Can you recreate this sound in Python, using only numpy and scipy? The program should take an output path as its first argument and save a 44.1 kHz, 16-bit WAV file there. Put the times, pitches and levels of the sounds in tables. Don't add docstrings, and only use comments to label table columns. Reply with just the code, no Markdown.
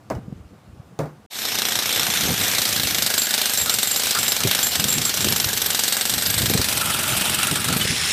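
import sys
import numpy as np
from scipy import signal
from scipy.fft import rfft, irfft, next_fast_len
from scipy.io import wavfile
from scipy.ndimage import uniform_filter1d, map_coordinates

SR = 44100
rng = np.random.default_rng(int(sys.argv[2]) if len(sys.argv) > 2 else 0)


def to_wav(sig):
    pcm = np.clip(np.atleast_2d(sig), -1, 1) * 32767
    pcm = np.round(pcm).astype(np.int16)
    wavfile.write(sys.argv[1], SR, pcm.T)


def attenuation_scalar(level_db):
    decades = np.asarray(level_db, float) / 20
    return 10 ** decades


N = 358091
T = np.arange(N) / SR
SILENCE_S, BREAKER_S, FADE_IN_S = 1.263, 1.3, .19
MAX_BLOWS = 200


def unit(x):
    return x / np.sqrt(np.mean(x ** 2) + 1e-20)


def along(points, hz):
    f, v = np.transpose(points)
    return np.interp(np.log(hz + 1), np.log(f + 1), v)


def curves(rows):
    s, *cols = np.transpose(rows)
    return [np.interp(T, s, c) for c in cols]


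def wobble(rate_hz):
    coarse = T[::12]
    knots = rng.standard_normal(int(N * rate_hz / SR) + 4)
    return np.interp(T, coarse, map_coordinates(knots, [coarse * rate_hz]))


def filtered(x, response):
    m = next_fast_len(N + 8192)
    return irfft(rfft(x, m) * response(np.fft.rfftfreq(m, 1 / SR)), m)[..., :N]


def noise(colour):
    return unit(filtered(rng.standard_normal(N), lambda f: attenuation_scalar(along(colour, f))))


def narrow(hz, width_hz):
    def resonance(f):
        return f * width_hz / abs(hz * hz - f * f + 1j * f * width_hz)
    return unit(filtered(rng.standard_normal(N), resonance))


def patchy(x, depth_db, bins, frames):
    z = signal.stft(x, nperseg=256)[2]
    field = uniform_filter1d(rng.standard_normal(z.shape), bins, 0)
    field = uniform_filter1d(field, frames, 1)
    return signal.istft(z * attenuation_scalar(depth_db * unit(field)), nperseg=256)[1][:N]


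# (time [s], colour index)
TURN = [(2.4, 0), (2.7, 1), (6.6, 1), (6.85, 2), (7.78, 2.5), (7.86, 3)]
# (frequency [Hz], density [dB/Hz])
EARLY = [(180, -19), (300, -5), (384, -8), (468, -4.5), (651, -10.5), (718, -2), (1030, -8.5), (1640, -3.5),
         (3010, -2), (3610, 1), (4700, -5), (5730, -4), (8300, -7), (10800, -11), (12800, -3), (14300, -14),
         (15400, -21)]
MIDDLE = [(180, -17), (300, -10), (599, -4.5), (651, -11), (730, -3), (1070, -9), (1460, -4), (2430, -3.5),
          (3730, -0.5), (6650, -5), (7580, -3.5), (9240, -7), (11400, -6.5), (12800, -5), (15400, -9.5)]
LATE = [(180, -36.5), (300, -5.5), (543, -13), (599, 0), (755, -7.5), (833, -1.5), (1070, -8), (1370, -2.5),
        (1930, -8), (2730, -2.5), (3800, -7.5), (6220, -9.5), (8650, -2), (14000, -4.5), (15400, -12.5)]
LAST = [(180, -59), (300, -43), (517, -13.5), (1080, -9), (1180, -7), (2730, -0.5), (3050, -2), (3560, 1.5),
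        (4400, -5.5), (9870, -10.5), (15400, -27)]


def coloured(x):
    turn, hz = curves(TURN)[0], np.linspace(0, SR / 2, 999)
    out = np.zeros(N)
    for k, colour in enumerate((EARLY, MIDDLE, LATE, LAST)):
        rms = np.sqrt(np.mean(attenuation_scalar(2 * along(colour, hz))))
        part = filtered(x, lambda f: attenuation_scalar(along(colour, f)) / rms)
        out += part * np.clip(1 - abs(turn - k), 0, 1)
    return out


# (frequency [Hz], density [dB/Hz])
AIR = [(180, -22), (300, 1), (397, -5), (730, 0.5), (967, -5.5), (1180, -3.5), (1840, -12), (4620, -19),
       (8370, -22.5), (15400, -30)]


def yard():
    air = patchy(rng.standard_normal(N), depth_db=1.0, bins=4, frames=20)
    return attenuation_scalar(-55) * unit(filtered(air, lambda f: attenuation_scalar(along(AIR, f))))


# (frequency [Hz], density [dB/Hz])
BUFFET = [(15, -50), (25, -27), (81, 1.5), (129, 2), (211, 0.5), (281, -7), (399, -11), (436, -14),
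          (500, -9.5), (650, -43), (1100, -120)]
# (time [s], peak level [dB], time to fall 10 dB [s])
GUSTS = [(.3, -42, 0.3), (1.36, -45, 0.3), (1.65, -43, .4), (2.08, -36, 0.23), (2.29, -27, 0.09),
         (2.41, -31, 0.06), (2.54, -36, 0.14), (2.84, -34.5, 0.27), (3.63, -35.5, 0.08), (3.75, -42.5, 0.3),
         (4.26, -34, 0.1), (4.459, -22, 0.03), (4.65, -43, 1.7), (4.85, -27, .06), (4.99, -29, 0.1),
         (5.28, -27.5, 0.1), (5.43, -32.5, 0.17), (5.65, -38, 0.4), (6.14, -34.5, 0.05), (6.31, -33.5, 0.1),
         (6.45, -27, 0.1), (6.56, -26, 0.07), (6.75, -35, 0.4), (6.98, -34, 0), (7.15, -33.5, 1),
         (7.39, -33.5, .08), (7.53, -28.5, 0.1), (7.73, -26.5, 0.12), (7.9, -27, 0.06), (8.02, -36, 1)]
# (time [s], peak level [dB], pitch [Hz])
LUMPS = [(0.17, -21.5, 86.1), (0.188, -23, 180), (0.261, -34, 96.9), (0.284, -25, 171), (0.327, -20.5, 162),
         (0.365, -32, 88.8), (0.41, -34, 72.7), (0.46, -35, 72.7), (0.698, -37, 72.7), (0.736, -35, 91.5),
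         (0.776, -42, 72.7), (0.802, -28, 127), (2.255, -21, 245), (2.277, -18, 415), (2.29, -18.5, 180),
         (2.306, -24, 110), (2.322, -22, 180), (2.34, -24, 150), (4.452, -16, 130), (4.465, -21, 180),
         (4.845, -21, 295), (5.253, -17, 195), (5.271, -15, 380), (5.287, -23, 215), (5.311, -17, 345),
         (5.331, -24, 175), (5.467, -22.5, 100), (6.457, -25, 340), (6.484, -21, 125), (6.503, -15, 245),
         (7.685, -22, 210), (6.375, -24, 83.4), (6.517, -16.5, 185), (6.553, -16, 151), (6.598, -16, 95),
         (7.518, -20, 196), (7.706, -17.5, 240), (7.766, -14.5, 230.5), (7.854, -18, 131.2),
         (7.907, -22.5, 137.3)]


def wind():
    coarse, calm_db = T[::100], -51
    peaks_db = np.max([top_db - 10 * abs(coarse - s) / fall_s for s, top_db, fall_s in GUSTS], axis=0)
    db = np.interp(T, coarse, np.maximum(calm_db, peaks_db)) + 2.27 * wobble(40)
    push = noise(BUFFET)
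    edge = noise([(150, -5), (400, 1.0), (800, -11), (1500, -48)])
    lumps, swell = np.zeros(N), np.zeros(N)
    for (s, peak_db, hz), phase in zip(LUMPS, rng.uniform(0, 2 * np.pi, len(LUMPS))):
        near = slice(round((s - .04) * SR), round((s + .04) * SR))
        t = T[near] - s
        shape = attenuation_scalar(peak_db) * np.exp(-(t * hz / 0.64) ** 2)
        lumps[near] += shape * np.cos(2 * np.pi * hz * t + phase)
        swell[near] += shape * attenuation_scalar(1.4 * (peak_db + 18.0))
    reach_db = 1.7 * (db + 30)
    return attenuation_scalar(db) * push + (attenuation_scalar(reach_db - 41.5) + attenuation_scalar(-10.0) * swell) * edge + lumps


# (time [s], peak level [dB], latch rattle re knock [dB])
KNOCKS = [
    (0.101, -13, -18.5),
    (0.109, -20, -30),
    (0.151, -34, -10),
    (0.99, -12, -16),
    (1.003, -19, -35),
    (1.032, -25, -35),
    (1.057, -33, -14),
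]
# (frequency [Hz], level [dB], t60 [s])
GATE = [(127.6, -7, 0.39), (151, -7, 0.32), (287.7, -8.5, 0.2), (430, -1, 0.099), (556, 1, 0.074),
        (666, -1, 0.074), (855, -26, 0.12)]
# (frequency [Hz], level [dB])
BOARDS = [(300, 0), (700, -1), (1200, -9.5), (2200, -20), (3500, -38)]
# (frequency [Hz], level [dB])
LATCH = [(1500, -20), (3500, -2.5), (5000, -1), (8000, -6), (12000, -15)]


def gate():
    out, t = np.zeros(N), np.arange(SR // 3) / SR
    boards, latch = noise(BOARDS), noise(LATCH)
    body_fade = (1 - np.exp(-t / 0.00088)) * (attenuation_scalar(-60 * t / 0.098) + attenuation_scalar(-10.5 - 60 * t / 0.35))
    rattle_fade = attenuation_scalar(-60 * t / 0.0073) + attenuation_scalar(-15 - 60 * t / 0.2)
    for s, db, rattle_db in KNOCKS:
        near = slice(round(s * SR), round(s * SR) + len(t))
        ring = np.zeros(len(t))
        for hz, mode_db, t60 in GATE:
            fade = attenuation_scalar(mode_db + 2 * rng.normal() - 60 * t / t60)
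            ring += fade * np.sin(2 * np.pi * hz * t) * (1 - np.exp(-t * hz / 1.7))
        out[near] += attenuation_scalar(db - 6.5) * ring + attenuation_scalar(db - 11.0) * body_fade * boards[near]
        out[near] += attenuation_scalar(db + rattle_db - 1) * rattle_fade * latch[near]
    return signal.sosfilt(signal.butter(2, 70, 'high', fs=SR, output='sos'), out)


# (time [s], level [dB])
LOAD = [(1.33, 4.5), (1.49, -2.5), (2.09, 1.5), (3.9, -0.5), (4.1, 2), (4.36, 0), (4.8, .5), (4.93, -1),
        (5.35, .5), (5.8, -.5), (6.6, -.5), (6.9, 0.5), (7.36, 0), (7.64, -2.5), (8.11, 0.5)]
# (body level [dB], middle level [dB], treble level [dB])
RANGES = [
    (-33.5, -30.5, -28.5),
    (-35, -29.5, -30),
    (-31.5, -24.5, -30.5),
    (-32, -29.5, -24.5),
]


def motor():
    load_db, turn = curves(LOAD)[0], curves(TURN)[0]
    body_db, mid_db, treble_db = (load_db + np.interp(turn, range(len(RANGES)), db)
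                                  for db in np.transpose(RANGES))
    rough = patchy(rng.standard_normal(N), depth_db=2.0, bins=4, frames=10)
    roar = coloured(rough * attenuation_scalar(1.45 * wobble(300) + 1.15 * wobble(90)))
    body = filtered(roar, lambda f: 1 / (1 + (f / 2500) ** 6))
    treble = filtered(roar, lambda f: 1 / (1 + (6000 / (f + 1)) ** 6))
    middle = roar - body - treble
    out = attenuation_scalar(body_db) * unit(body) + attenuation_scalar(mid_db) * unit(middle) + attenuation_scalar(treble_db) * unit(treble)
    return out * (T > BREAKER_S)


# (first blow [s], gap [s], level [dB], change a blow [dB])
RUNS = [(1.322, .0331, -19.5, .3), (1.721, .0343, -17, 0), (2.032, .0354, -16.5, -.1),
        (2.236, .046, -22.5, 2.5), (2.378, .0343, -19, .4), (2.582, .036, -14, -.3),
        (2.869, .0389, -14.5, .15), (3.27, .038, -18.5, 3), (3.34, .0391, -12.5, -.8),
        (3.661, .035, -17.5, 0), (3.696, .0442, -11.5, -1), (3.996, .0387, -15, -.1),
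        (4.281, .0408, -15, -.7), (4.434, .0391, -12.5, -.25), (4.719, .036, -22, 0),
        (4.755, .0427, -12, -.9), (4.982, .035, -18.5, 1.5), (5.096, .045, -16, -2),
        (5.171, .0382, -14.5, .3), (5.445, .0432, -15.5, .25), (5.792, .044, -13, -.1),
        (6.054, .0422, -14, -.4), (6.263, .0391, -16.5, .15), (6.644, .042, -15, 0),
        (6.812, .0443, -18.5, .05), (7.431, .039, -15.5, -1.2), (7.557, .045, -16, 0),
        (7.602, .0416, -20, .4), (7.844, .036, -36, 7.5), (7.963, .033, -21, -3), (8.041, .0325, -24, .5)]
# (time [s], level re run [dB])
LANDINGS = [(1.4192, -2), (1.4528, -0.5), (1.52, -4), (1.9962, 2.5), (2.1021, -1), (2.138, 0.5),
            (2.3288, -0.5), (2.5834, 1.5), (2.69, 1), (2.7275, -1), (2.872, -1), (2.9088, -3.5),
            (2.984, 0.5), (3.0227, 1.5), (3.1397, 1), (3.179, -1), (3.4157, 0.5), (3.6604, 1),
            (3.7865, 1.5), (3.8304, 2), (3.913, 0.5), (3.9973, -0.5), (4.0705, -0.5), (4.109, -0.5),
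            (4.1879, 1.5), (4.2302, -0.5), (4.2807, 0), (4.3203, 1.5), (4.3656, -0.5), (4.405, -0.5),
            (4.436, -0.5), (4.5493, 1.5), (4.6296, -2), (4.8412, 1), (4.884, 0), (4.9825, 2.5), (5.0946, 1),
            (5.1733, 0.5), (5.207, -0.5), (5.2446, 2), (5.4438, 0.5), (5.7034, 0), (5.8364, 1),
            (6.0108, 0.5), (6.262, 2.5), (6.7257, 1), (6.7723, 0.5), (6.8138, 1.5), (7.2965, 1), (7.345, 0),
            (7.3886, 3), (7.4303, -0.5), (7.5123, 1.5)]
# (time [s], level re run [dB])
ACCENTS = [(1.486, -6), (1.823, -4.5), (2.689, -3), (3.455, 1.5), (3.614, -1), (3.874, -4), (3.96, 2.5),
           (4.111, 3), (4.15, -3), (4.32, 3.5), (4.437, -2), (4.843, 1), (4.925, -1.5), (5.66, 1),
           (6.179, -0.5), (6.458, 3), (7.256, 2.5), (7.39, -4), (7.47, 2.5), (7.602, -13), (7.642, 3),
           (7.686, 3.5), (7.727, 1), (6.498, 3), (6.537, 1.5), (6.576, 1.5), (6.615, 1.5), (3.22, -2),
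           (2.282, -3), (2.329, -3), (4.511, 2), (5.4, -1), (3.102, -2), (5.052, -3), (7.809, -2)]


def strikes():
    ends = [row[0] for row in RUNS[1:]] + [N / SR + .01]
    rows = []
    for (s, gap_s, db, step_db), end in zip(RUNS, ends):
        count = int(np.ceil((end - s) / gap_s - .55))
        rows += [(s + k * gap_s, db + k * step_db) for k in range(count)]
    out = []
    for s, db in rows[:MAX_BLOWS]:
        landed = [row for row in LANDINGS if abs(row[0] - s) < .012]
        accents = [row for row in ACCENTS if abs(row[0] - s) < .012]
        when = landed[-1][0] if landed else s
        out.append((when, db + sum(extra_db for _, extra_db in accents + landed)))
    return out


def since_blow():
    s = np.transpose(strikes())[0]
    last = np.clip(np.searchsorted(s, T) - 1, 0, len(s) - 1)
    return s, last, abs(T - s[last])


# (frequency [Hz], level [dB], t60 [s])
GROUND = [(132, -9, 0.051), (216, 0, 0.059), (395, -3.5, 0.053), (609, -1.5, 0.048), (757, -10, .05)]
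# (frequency [Hz], level [dB])
SOIL = [(120, -30), (250, -6.5), (500, -2.5), (1000, -5), (1600, 1), (2800, -2.5), (4500, -25)]
# (time [s], level [dB], frequency [Hz], t60 [s])
PINGS = [
    (.153, -45, 2920, .05),
    (7.512, -19, 5080, .025),
    (7.812, -14, 3010, .09),
]


def thuds():
    out, t = np.zeros(N + SR), np.arange(SR // 8) / SR

    def ring(hz, db, t60):
        return attenuation_scalar(db - 60 * t / t60) * np.sin(2 * np.pi * hz * t) * (1 - np.exp(-t / 0.0011))

    soil = noise(SOIL)[:2 * len(t)].reshape(2, -1)
    soil = soil * attenuation_scalar(-1.5 - 60 * t / 0.19) * (1 - np.exp(-t / 0.0016))
    thud = sum(ring(*mode) for mode in GROUND)
    for k, (s, db) in enumerate(strikes()):
        angle = k * 0.1206
        tail = np.cos(angle) * soil[0] + np.sin(angle) * soil[1]
        out[round(s * SR):][:len(t)] += attenuation_scalar(.5 * db - 23.5) * (thud + tail)
    for s, db, hz, t60 in PINGS:
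        out[round(s * SR):][:len(t)] += ring(hz, db, t60)
    return out[:N]


def spells_of(tone, spells, wear_db_per_s):
    s, last, since = since_blow()
    levels_db = np.full(len(s), -70.)
    for first, length, db in spells:
        inside = (s > first - .015) & (s < first + length + .015)
        levels_db = np.where(inside, db - wear_db_per_s * (s - first), levels_db)
    return tone * uniform_filter1d(attenuation_scalar(levels_db[last] - 60 * since / 0.3), size=60)


# (first blow [s], length [s], level [dB])
SQUEALS = [(3.18, .04, -21), (3.575, .04, -20.5), (3.696, 0, -26.5), (3.741, .09, -30), (3.874, .09, -22.5),
           (4.188, 0, -25), (4.23, 0, -28), (4.281, 0, -24), (4.627, 0, -17), (4.669, 0, -26),
           (4.719, 0, -35), (4.884, .04, -19), (5.018, 0, -32), (5.052, 0, -21), (5.208, 0, -30),
           (5.361, .04, -34)]
# (frequency [Hz], width [Hz], level [dB])
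PARTNERS = [(10500, 140, -15), (12500, 220, -6)]


def squeal():
    tip_hz, drift_hz, since = 7390, 40, since_blow()[2]
    hz = tip_hz + 220 * np.exp(-since / 0.0057) + 2.8 * drift_hz * wobble(30) + drift_hz * wobble(400)
    tone = 1.7 * np.sin(2 * np.pi * np.cumsum(hz) / SR)
    tone *= attenuation_scalar(4.5 * wobble(220) - 1.5)
    tone = 0.83 * tone + 0.58 * narrow(tip_hz, 300)
    tone += sum(attenuation_scalar(db) * narrow(hz, width_hz) for hz, width_hz, db in PARTNERS)
    return spells_of(tone, SQUEALS, wear_db_per_s=51)


# (first blow [s], length [s], level [dB])
SLAB = [(2.236, 0, -34.5), (3.66, .04, -32.5), (4.149, 0, -23.5), (4.404, 0, -35), (5.052, 0, -33),
        (6.814, .13, -29), (6.99, .36, -30), (7.39, .08, -27.5), (7.547, 0, -28), (7.645, 0, -38),
        (7.685, .04, -31), (7.808, 0, -37)]


def slab():
    return spells_of(1.34 * narrow(1354, 130), SLAB, wear_db_per_s=27)


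# (frequency [Hz], width [Hz], level held tight [dB])
HOUSING = [(1632, 50, -60), (8220, 170, -44), (12500, 140, -54)]
# (from [s], to [s], level [dB])
LOOSE = [
    [(2.7, 3.6, -38), (5.1, 6.5, -41), (7.8, 8.2, -40)],
    [(2.4, 2.8, -36), (3.2, 4.2, -37), (4.7, 5.0, -36.5), (5.8, 6.6, -32.5), (7.1, 7.65, -34.5)],
    [(2.2, 5.0, -34), (5.15, 6.55, -31), (7.27, 7.4, -40), (7.74, 7.88, -29)],
]
# (time [s], level [dB])
HANDLE = [(1.3, -31), (2.1, -33), (2.4, -48), (7.8, -45.5), (7.88, -28), (8.12, -28)]


def housing():
    _, last, since = since_blow()
    out = np.zeros(N)
    for spells, (hz, width_hz, tight_db) in zip(LOOSE, HOUSING):
        db = tight_db + sum((loose_db - tight_db) * ((T > a) & (T < b)) for a, b, loose_db in spells)
        db = uniform_filter1d(db, round(.12 * SR))
        grip_db = 2.8 * rng.standard_normal(MAX_BLOWS)[last] + 3.2 * wobble(150)
        level = attenuation_scalar(db + 1.0 + grip_db - 60 * since / 0.29)
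        out += narrow(hz, width_hz) * uniform_filter1d(level, size=60)
    return out + narrow(5320, 320) * attenuation_scalar(curves(HANDLE)[0] - 60 * since / 0.32)


def chisel():
    return (squeal() + slab() + housing()) * (T > BREAKER_S)


# (frequency [Hz], level [dB], t60 [s])
CRACK = [(1600, -12, .008), (3900, -4, .006), (5630, -1, .004), (7800, -6, .003), (12500, -9, .002),
         (2200, -21, .04), (3100, -20, .04), (3750, -17, .05), (4500, -18, .04), (5750, -19, .04),
         (8300, -19, .04)]
# (time [s], level [dB])
CONTACT = [(1.3, 7), (2.2, 6), (2.3, 2), (2.6, 4), (4.5, 3), (6.5, 3), (6.9, 2), (7.3, 4), (7.75, 5),
           (7.85, 0), (8.12, 0)]


def cracks():
    out, t = np.zeros(N + SR), np.arange(SR // 32)[:, None] / SR
    hz, rel_db, t60 = np.transpose(CRACK)
    colours_db = np.array([along(c, hz) - along(EARLY, hz) for c in (EARLY, MIDDLE, LATE, LAST)])
    fade = attenuation_scalar(rel_db - 60 * t / t60)
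    chances = rng.standard_normal((MAX_BLOWS, 2, len(CRACK)))
    for (s, db), (level_chance, pitch_chance) in zip(strikes(), chances):
        turn = np.interp(s, *np.transpose(TURN))
        colour_db = np.clip(1 - abs(turn - np.arange(len(colours_db))), 0, 1) @ colours_db
        modes = fade * np.sin(2 * np.pi * hz * (1 + .06 * pitch_chance) * t)
        click = modes @ attenuation_scalar(colour_db + 3 * level_chance)
        out[round(s * SR):][:len(t)] -= attenuation_scalar(db + np.interp(s, *np.transpose(CONTACT))) * click
    return out[:N]


# (delay [s], level [dB], t60 [s])
REBOUNDS = [
    (0, -6, 0.0042),
    (.0006, -2.5, 0.01),
    (.0025, -2.5, 0.015),
    (.006, -8.5, .03),
    (.012, -18.5, 0.096),
]
# (time [s], level [dB])
HARDNESS = [(1.3, -7), (2.2, -4), (2.4, -4), (3, -5), (4.5, -3.5), (6.5, 0.5), (6.9, 1), (8.12, 5)]
# (frequency [Hz], level [dB])
STRIKE = [(200, -21), (500, -3), (1000, -4.5), (3000, -3), (5500, -1), (8000, 1.5), (15000, -5)]
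# (frequency [Hz], width [Hz], level [dB])
STEEL = [(3900, 470, -6), (5840, 520, -7.5), (8300, 460, -7.5), (13000, 730, -1)]


def drifting(size, memory):
    rows = rng.standard_normal((MAX_BLOWS, size))
    return signal.lfilter([np.sqrt(1 - memory ** 2)], [1, -memory], rows, axis=0)


def blows():
    out, t, hard_db = np.zeros(N + SR), np.arange(SR // 14) / SR, curves(HARDNESS)[0]
    answers, chances = drifting(len(t), memory=.88), drifting(10, memory=.7)
    late = rng.integers(-8, 8, MAX_BLOWS)
    for (s, db), answer, chance, shift in zip(strikes(), answers, chances, late):
        start = round(s * SR) + shift
        trail = []
        for (lag_s, rel_db, t60), lag_chance, level_chance in zip(REBOUNDS, chance, chance[5:]):
            since = t - lag_s * (1 + .1 * lag_chance)
            fade = np.exp(-2 * np.log(1000) * abs(since) / t60)
            trail.append((since >= 0) * attenuation_scalar(2 * (rel_db + 1.1 * level_chance)) * fade)
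        shake = np.sqrt(trail[0] + attenuation_scalar(2 * hard_db[start]) * sum(trail[1:])) * answer
        level = attenuation_scalar(db + .7 * rng.normal()) * attenuation_scalar(-2)
        out[start:][:len(t)] += level * shake / np.std(shake[:SR // 160])

    def tool(f):
        steel = 1 + sum(attenuation_scalar(db) * 1j * f * w / (hz * hz - f * f + 1j * f * w) for hz, w, db in STEEL)
        return attenuation_scalar(along(STRIKE, f)) * steel

    return attenuation_scalar(-2.5) * coloured(filtered(patchy(out[:N], depth_db=1.76, bins=12, frames=9), tool))


# (time [s], level [dB])
WIDTH = [(0, -18), (2.6, -23), (2.9, -31.5), (8.12, -52)]


def scene():
    mid = yard() + wind() + gate() + motor() + thuds() + chisel() + cracks() + blows()
    flicker_db = np.where(wobble(30) > 1.6, -10, -60)
    width_db = np.maximum(curves(WIDTH)[0] + 3 * wobble(40), flicker_db)
    delayed = np.pad(mid, (37, 0))[:N]
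    side = filtered(attenuation_scalar(width_db + 1.5) * delayed, lambda f: 1 / (1 + (4800 / (f + 1)) ** 12))
    return np.array([mid + side, mid - side])


def roll_off(x):
    return signal.sosfilt(signal.butter(12, 16660, fs=SR, output="sos"), x)


def record(dry):
    def microphone(f):
        return (f < 15550) / np.sqrt(1 + (42 / (f + 1)) ** 6)

    soft = filtered(dry / (1 + abs(dry / .66) ** 4) ** .25, microphone)
    edit = np.where(T < SILENCE_S, 1, np.clip((T - BREAKER_S) / FADE_IN_S, 0, 1))
    return roll_off(soft * edit)


dry = scene()
out = record(dry)
to_wav(out)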